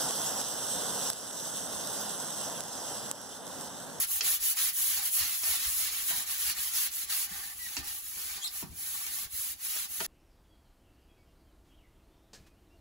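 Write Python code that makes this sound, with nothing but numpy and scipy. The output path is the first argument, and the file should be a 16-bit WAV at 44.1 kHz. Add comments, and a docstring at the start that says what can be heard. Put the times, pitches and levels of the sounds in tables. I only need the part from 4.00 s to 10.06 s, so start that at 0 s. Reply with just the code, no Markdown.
"""In a wet, powdered toilet bowl a stiff plastic brush scrubs back and forth, close to a two-port microphone.
Bristle tips hiss over the glaze and grit scrapes under them: both are streams of tiny random clicks.
The hollow of the bowl drones along as a set of ringing air modes. Now and then the brush head knocks
or bumps the porcelain (short rings and soft pushes), and it squeaks on the glaze (gliding tones).
Reflections in the bowl and a tiled room surround the brush, over a low rumble."""
import sys
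import numpy as np
from scipy import signal
from scipy.fft import rfft, irfft, next_fast_len
from scipy.io import wavfile

SR = 44100
rng = np.random.default_rng(int(sys.argv[2]) if len(sys.argv) > 2 else 0)


def file_out(sig):
    """Save sig as 16-bit WAV at sys.argv[1]."""
    # one column per channel
    cols = np.atleast_2d(sig).T
    # limit, then scale
    lim = np.clip(cols, -1, 1)
    pcm = np.round(lim * 32767).astype(np.int16)
    wavfile.write(sys.argv[1], SR, pcm)


N = 267466
TIME = np.arange(N) / SR  # seconds

# how the sound of scraped grit is spread over pitch: [f/Hz, relative level/dB]
GRIT_SPECTRUM = [(480, -24.5), (800, -15.5), (1300, -7), (1900, -2.5), (3000, -3), (4200, 0), (5600, -2.5),
                 (7500, -1), (15500, -5)]


def amp(db):
    """Turns decibels into a factor."""
    return 10 ** (np.asarray(db) / 20)


def unit(x):
    """Scales a sound to rms 1."""
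    return x / np.sqrt(np.mean(x ** 2) + 1e-20)


def read(points, hz):
    """Reads a table of (f/Hz, value), joined by straight lines in log frequency."""
    f, value = np.transpose(points)
    return np.interp(np.log(hz + 1), np.log(f), value)


def curve(rows, axis):
    """One column of a table at every sample; column 0 is the time in seconds."""
    rows = np.array(rows)
    return np.interp(TIME, rows[:, 0], rows[:, axis])


def add(mix, s, sound):
    """Adds a short sound to the mix, starting at s seconds."""
    part = mix[round(s * SR):][:len(sound)]
    part += sound[:len(part)]


def colour(x, spectrum):
    """Filters x by a spectrum, then scales it to rms 1."""
    gain = amp(read(spectrum, np.fft.rfftfreq(N, 1 / SR)))
    return unit(irfft(rfft(x) * gain, N))


def wander(hz):
    """A smooth random curve of rms 1 that moves mostly slower than hz."""
    count = 8 * int(hz * N / SR)
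    smooth = signal.lfilter(*signal.butter(2, 1 / 4), rng.standard_normal(count))
    return unit(np.interp(TIME, np.linspace(0, N / SR, count), smooth))


def slips(per_s, spread_db):
    """Tiny random clicks of uneven size, at rms 1."""
    size = amp(spread_db * np.minimum(rng.exponential(1, N), 4))
    sign = rng.choice([-1, 1], N)
    happens = rng.random(N) < per_s / SR
    return unit(size * sign * happens)


def ring(modes, t):
    """Dying sines, one row a mode; a mode falls by 60 dB in its t60."""
    return np.array([amp(db - 60 * t / t60) * np.sin(2 * np.pi * hz * t) for hz, t60, db in modes])


def room_tone(level_db=-64, sway_db=4.0):
    """A low, uneven rumble in the room, made of filtered noise."""
    # spectrum of the rumble: [f/Hz, relative level/dB]
    rumble_spectrum = [(24, -56), (45, -9), (70, -7), (110, -23.5), (290, -22), (540, -31.5), (900, -38),
                       (15000, -32.5)]
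    rumble = colour(rng.standard_normal(N), rumble_spectrum)
    return rumble * amp(level_db + sway_db * wander(hz=20))


def echoes(t60s):
    """Sparse reflections of random sign, each band dying at its own speed from equal energy per band."""
    taps = rng.choice([-1., 1.], SR // 2) * (rng.random(SR // 2) < 1 / 8)
    hz, t, bands = signal.stft(taps, SR, nperseg=128)
    fade = amp(-60 * t / read(t60s, hz)[:, None])
    fade /= np.linalg.norm(fade, axis=1, keepdims=True)
    tail = signal.istft(bands * fade, SR, nperseg=128)[1]
    return tail / np.linalg.norm(tail)


def reflections(x, t60s, count):
    """The brush keeps moving, so its sound shifts between several sets of reflections."""
    share = np.array([wander(hz=22) for _ in range(count)])
    share /= np.linalg.norm(share, axis=0)
    return sum(signal.oaconvolve(x * part, echoes(t60s))[:N] for part in share)


def space(x, bowl_t60=0.098, room_db=-14, lead_s=0.000208, lead_from_hz=6250):
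    """Direct sound, quick reflections round the bowl and a tiled room; in the treble the right port leads."""
    # how long the tiled room rings: [f/Hz, t60/s]
    room_t60 = [(300, 1), (6000, 0.088), (15000, 0.046)]
    # share of the sound that comes straight to the ports: [f/Hz, share from 0 to 1]
    direct_share = [(120, .78), (280, .88), (500, .7), (1000, .72), (2500, .45), (5200, .36), (6800, .8),
                    (8500, .97), (15000, .955)]
    size = next_fast_len(N + SR // 10)
    hz = np.fft.rfftfreq(size, 1 / SR)
    direct = np.clip(read(direct_share, hz), 0, 1)
    lead = np.exp(2j * np.pi * lead_s * np.maximum(hz - lead_from_hz, 0))
    heard = x + amp(room_db) * reflections(x, room_t60, count=2)
    straight = direct * rfft(heard, size)
    out = []
    for port_shift in (1, lead):  # left, right
        bowl = reflections(heard, [(1, bowl_t60)], count=5)
        scattered = np.sqrt(1 - direct ** 2) * rfft(bowl, size)
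        out.append(irfft(straight * port_shift + scattered, size)[:N])
    return np.array(out)


def hollow(x):
    """The air in the bowl rings when x stirs it."""
    # air modes of the bowl: [f/Hz, t60/s, relative height of the resonance/dB]
    air_modes = [(77.5, 0.16, 9.5), (183, 0.38, 5), (297.6, 1, 5), (408, 0.45, 6), (682, 0.16, -15),
                 (826, 0.048, 10.5), (970, 0.066, 4), (1161, 0.039, 9), (1535, 0.015, 3.5),
                 (1808, 0.037, 8.5)]
    t = np.arange(SR // 2) / SR
    # a long ring builds up higher, so divide by t60 to get the listed heights
    response = (ring(air_modes, t) / np.array(air_modes)[:, 1:2]).sum(0)
    return signal.fftconvolve(x, response / abs(rfft(response)).max())[:N]


def squeaks(jitter=.022, second_db=-1, third_db=-7, grip_db=-35, chatter_hz=150, chatter_db=2.8):
    """Fast, unsteady stick-slip on the glaze: a gliding, chattering tone with two overtones."""
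    # one table for each squeak: [t/s, f/Hz, level/dB]
    glides = [
        [(2.105, 985, -50), (2.13, 970, -42), (2.17, 955, -55)],
        [(3.59, 1980, -47), (3.645, 1945, -42), (3.675, 1880, -47)],
        [(4.416, 3400, -40), (4.431, 3250, -36), (4.452, 4300, -32), (4.467, 3600, -35), (4.479, 5500, -35),
         (4.485, 4700, -48)],
        [(4.465, 3300, -45), (4.476, 3700, -40), (4.492, 4400, -48)],
    ]
    out = np.zeros(N)
    for rows in glides:
        level_db = curve(rows, axis=2)
        # a harder grip lets go more sharply and less evenly; it is full from grip_db up
        grip = np.minimum(amp(level_db - grip_db), 1)
        pitch_hz = curve(rows, axis=1) * (1 + jitter * grip * wander(hz=902))
        turn = 2 * np.pi * np.cumsum(pitch_hz) / SR
        overtones = amp(second_db) * np.sin(2 * turn) + amp(third_db) * np.sin(3 * turn)
        tone = np.sin(turn) + grip * overtones
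        sliding = (TIME > rows[0][0]) & (TIME < rows[-1][0])
        # a hard squeak catches and lets go in quick bursts
        burst_hz = chatter_hz * (1 + .1 * wander(hz=60))
        chatter = np.sin(2 * np.pi * np.cumsum(burst_hz) / SR) - .5
        out += tone * sliding * amp(level_db + chatter_db * grip * chatter + 0.57 * wander(hz=198.5))
    return out


def drag(start_s=3.27, length_s=0.27, pitch_hz=1840, width_hz=210, level_db=-51):
    """A slow drag that nearly squeaks: the bristles slip almost in step, a fuzzy band of tone."""
    resonance = signal.iirpeak(pitch_hz, pitch_hz / width_hz, fs=SR)
    fuzz = signal.lfilter(*resonance, rng.standard_normal(N))
    swell = np.sin(np.pi * np.clip((TIME - start_s) / length_s, 0, 1))
    return unit(fuzz) * np.sqrt(abs(swell)) * amp(level_db)


def bumps(cycles=.7, shortest_s=.004, rattle_db=-11, rattle_s=.04):
    """Bristles bottom out: a soft push with a quickly dying shudder under it; both set the hollow booming."""
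    # the soft bumps: [t/s, level/dB, f of the push/Hz]
    bump_list = [(0.213, -42, 440), (1.208, -48, 92), (1.472, -43, 668), (1.489, -54, 74.5),
                 (1.657, -49, 67), (1.795, -48.5, 668), (2.107, -47, 690), (2.1286, -52, 178),
                 (2.18, -51, 178), (3.31, -54, 178), (3.772, -40, 277), (3.785, -44, 71), (4.624, -43, 930),
                 (4.629, -40, 300), (4.636, -39, 177), (4.667, -45, 185), (4.690, -43.5, 82),
                 (6.008, -39, 390), (6.012, -46, 180)]
    out, t = np.zeros(N), np.arange(SR // 5) / SR
    for s, db, hz in bump_list:
        u = t / max(cycles / hz, shortest_s)  # 1 at the peak of the push
        push = u * np.exp(1 - u) * np.sin(2 * np.pi * hz * t)
        # the shudder is noise one octave wide
        band = signal.butter(2, [hz / np.sqrt(2), hz * np.sqrt(2)], "band", fs=SR, output="sos")
        shudder = unit(signal.sosfilt(band, rng.standard_normal(len(t)))) * np.exp(-t / rattle_s)
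        add(out, s, amp(db) * (push + amp(rattle_db) * shudder))
    return out + hollow(out)


def knocks(crack_s=0.0017, crack_db=-3, ring_db=-13, low_share=0.17, tick_db=6.5, tick_hz=5600,
           tick_s=0.000096):
    """Hard plastic on porcelain: tick, crack and short ring, lower and duller if the bristles cushion it."""
    # the head knocks on the bowl: [t/s, level/dB, brightness as upper limit f/Hz]
    knock_list = [(0.2088, -15.5, 10500), (1.2105, -26, 7000), (1.4352, -22.5, 7000), (2.1067, -25, 1410),
                  (3.7682, -18, 6000), (4.627, -23, 1300), (5.066, -27, 10000), (5.762, -29.5, 1290),
                  (6.004, -17, 3000), (6.0094, -13, 1250), (6.046, -25, 5500)]
    # ring of the brush head on porcelain: [f/Hz, t60/s, relative level/dB]
    head_modes = [(658, 0.057, -7), (976, 0.058, -8), (1900, 0.013, -2.5), (2663, 0.045, -1.5),
                  (3255, 0.015, 5), (4530, 0.017, -3), (6050, 0.011, -44), (6740, 0.011, -2)]
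    out, t = np.zeros(N), np.arange(SR // 5) / SR
    tick = t / tick_s * np.exp(1 - t / tick_s) * np.sin(2 * np.pi * tick_hz * t)
    head_ring = ring(head_modes, t).sum(0)
    for s, db, bright_hz in knock_list:
        crack = rng.choice([-1, 1], len(t)) * np.exp(-t / crack_s)
        blow = amp(tick_db) * tick + amp(crack_db) * crack + amp(ring_db) * head_ring
        cushioned = signal.lfilter(*signal.butter(2, min(bright_hz, SR / 3), fs=SR), blow)
        low_cut = signal.butter(1, low_share * bright_hz, "high", fs=SR)
        add(out, s, amp(db) * signal.lfilter(*low_cut, cushioned))
    return out


def stroking(layer):
    """Level of one layer ("hiss", "grit" or "stir") as the strokes follow one another."""
    # one row for each push or pull: [start t/s, length/s, bristle hiss level/dB, grit scrape level/dB,
    # stir of the bowl's hollow level/dB, lean/dB = how much harder the hand presses at the end than the start]
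    strokes = [(-0.078, 0.15, -24.5, -34, -48.5, 5.5), (0.031, 0.19, -27, -42, -53, 7),
               (0.186, 0.21, -25.0, -33.5, -49, -5), (0.367, 0.19, -24.5, -35.5, -55, -2),
               (0.521, 0.21, -26, -33, -51.5, -2.5), (0.686, 0.34, -26, -36.5, -53, 12.5),
               (0.966, 0.15, -27.5, -35, -52, -4), (1.059, 0.18, -24.5, -41.5, -66, -11),
               (1.136, 0.35, -31.5, -35.5, -58.5, -19.5), (1.379, 0.22, -26.5, -33, -52.5, 9),
               (1.53, 0.33, -30, -36, -59, -14), (1.7, 0.21, -29.5, -35, -57, 18.5),
               (1.844, 0.26, -33.5, -36.5, -55, -8), (2.007, 0.14, -26.5, -35.5, -72, 24),
               (2.062, 0.2, -31.5, -35.5, -50, 2), (2.218, 0.17, -31.5, -35.5, -54, -7),
               (2.318, 0.23, -29.5, -34, -54.5, 9.5), (2.519, 0.21, -31.0, -35.5, -56.5, -13),
               (2.672, 0.23, -27.5, -32, -58.5, -1.5), (2.867, 0.21, -32, -39.5, -62, 0),
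               (3.047, 0.24, -29.5, -34.5, -56, -5), (3.235, 0.34, -38.5, -43, -54, -10.5),
               (3.498, 0.33, -39, -43.5, -58.5, 14), (3.795, 0.24, -36, -43.0, -53, -13),
               (3.957, 0.27, -38.5, -47, -62, 7), (4.101, 0.3, -37.5, -41, -56.5, 7.5),
               (4.315, 0.28, -49, -46, -57.5, -15), (4.476, 0.18, -35.5, -43, -56.5, 10),
               (4.707, 0.48, -35, -42, -57, 7.5), (5.06, 0.22, -33.5, -44, -57, 12),
               (5.271, 0.29, -32.5, -42.5, -65, 0), (5.562, 0.32, -33, -38.5, -59, 3),
               (5.84, 0.27, -34.5, -43, -58, 18)]
    # each stroke gathers speed and brakes before the turn; in mid-stroke the hand is faster by arch_db
    speed_up_s, brake_s, arch_db = .104, .045, 6.5
    # how a layer follows the hand: level column, power of the speed, share of the lean, and
    # the level in dB at which the bent bristles still creep between strokes;
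    # pressing feeds the grit and damps the hiss
    column, speed_power, lean_share, creep_db = {
        "hiss": (0, 1, -0.1, -53.5),
        "grit": (1, 0.65, 1, -57.5),
        "stir": (2, 0.31, 1, -72.5)}[layer]
    power = np.full(N, amp(creep_db) ** 2)
    for start, length, *layer_db, lean_db in strokes:
        inside = (TIME > start) & (TIME < start + length)
        t = TIME[inside] - start
        from_middle = t / length - .5
        ramps = np.minimum([t / speed_up_s, (length - t) / brake_s], 1)
        speed = np.prod(np.sin(np.pi / 2 * ramps) ** 2, axis=0)
        speed = speed * amp(-arch_db * (2 * from_middle) ** 2)
        press_db = lean_share * lean_db * from_middle
        power[inside] += (speed ** speed_power * amp(layer_db[column] + press_db)) ** 2
    return np.sqrt(power)


def flicks(level_db=-17):
    """A steady, sparse crackle of tiny snaps runs along with the scraping."""
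    snaps = colour(slips(per_s=34, spread_db=4.5), GRIT_SPECTRUM)
    return snaps * stroking("grit") * amp(level_db)


def bites(peak_s=0.019):
    """At a turn the bristles flip over and bite into the powder: a coarse crunch swells and dies."""
    # the bites: [t/s, level/dB]
    bite_list = [(0.238, -30.5), (0.566, -30.5), (1.16, -39), (3.09, -34), (3.865, -43)]
    dig = np.zeros(N)
    u = np.arange(SR // 5) / SR / peak_s
    for s, db in bite_list:
        add(dig, s, amp(db) * u * np.exp(1 - u))
    return colour(slips(per_s=1800, spread_db=4.0), GRIT_SPECTRUM) * dig


def scrubbing():
    """Thousands of bristle tips slip each second; tufts catch together, and grit crunches under them."""
    # spectrum of the bristle hiss: [f/Hz, relative level/dB]
    hiss_spectrum = [(700, -71), (3000, -8.5), (5000, -12), (6500, -5), (8300, -1.5), (11000, 2.5),
                     (15500, 0.5)]
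    tufts, patches = wander(hz=129.2), wander(hz=16)  # the powder lies in patches
    tips = colour(slips(per_s=15000, spread_db=0.0), hiss_spectrum)
    hiss = tips * stroking("hiss") * amp(0.68 * tufts + 0.13)
    grains = colour(slips(per_s=9000, spread_db=2.5), GRIT_SPECTRUM)
    grit = grains * stroking("grit") * amp(0.11 * tufts + 0.86 * patches + 0.12)
    boom = unit(hollow(slips(per_s=1400, spread_db=3.5)))
    drone = boom * stroking("stir") * amp(0.85 * patches - 2.0)
    return hiss + grit + drone


def scene():
    """All the brush sounds and the room's rumble, heard at the two ports."""
    brush = scrubbing() + bites() + drag() + flicks() + knocks() + bumps() + squeaks()
    # the bounce off the near wall thins one low band of all the brush sound
    wall_null_hz = 538
    brush = signal.lfilter(*signal.iirnotch(wall_null_hz, Q=1.9, fs=SR), brush)
    return space(brush + room_tone())


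def record(dry, edge_hz=15780):
    """Each port has its own colour; then a steep filter removes what lies above edge_hz."""
    # left minus right level at the ports: [f/Hz, level difference/dB]
    port_tilt = [(100, 1), (550, 3), (1200, 1.5), (3200, 1), (5400, -4), (7000, 0)]
    half_db = read(port_tilt, np.fft.rfftfreq(N, 1 / SR)) / 2
    ports = irfft(rfft(dry) * amp([half_db, -half_db]), N)
    band_limit = signal.firwin(801, edge_hz, window=("kaiser", 9), fs=SR)
    return signal.oaconvolve(ports, band_limit[None], "same")


dry = scene()
out = record(dry)
file_out(out)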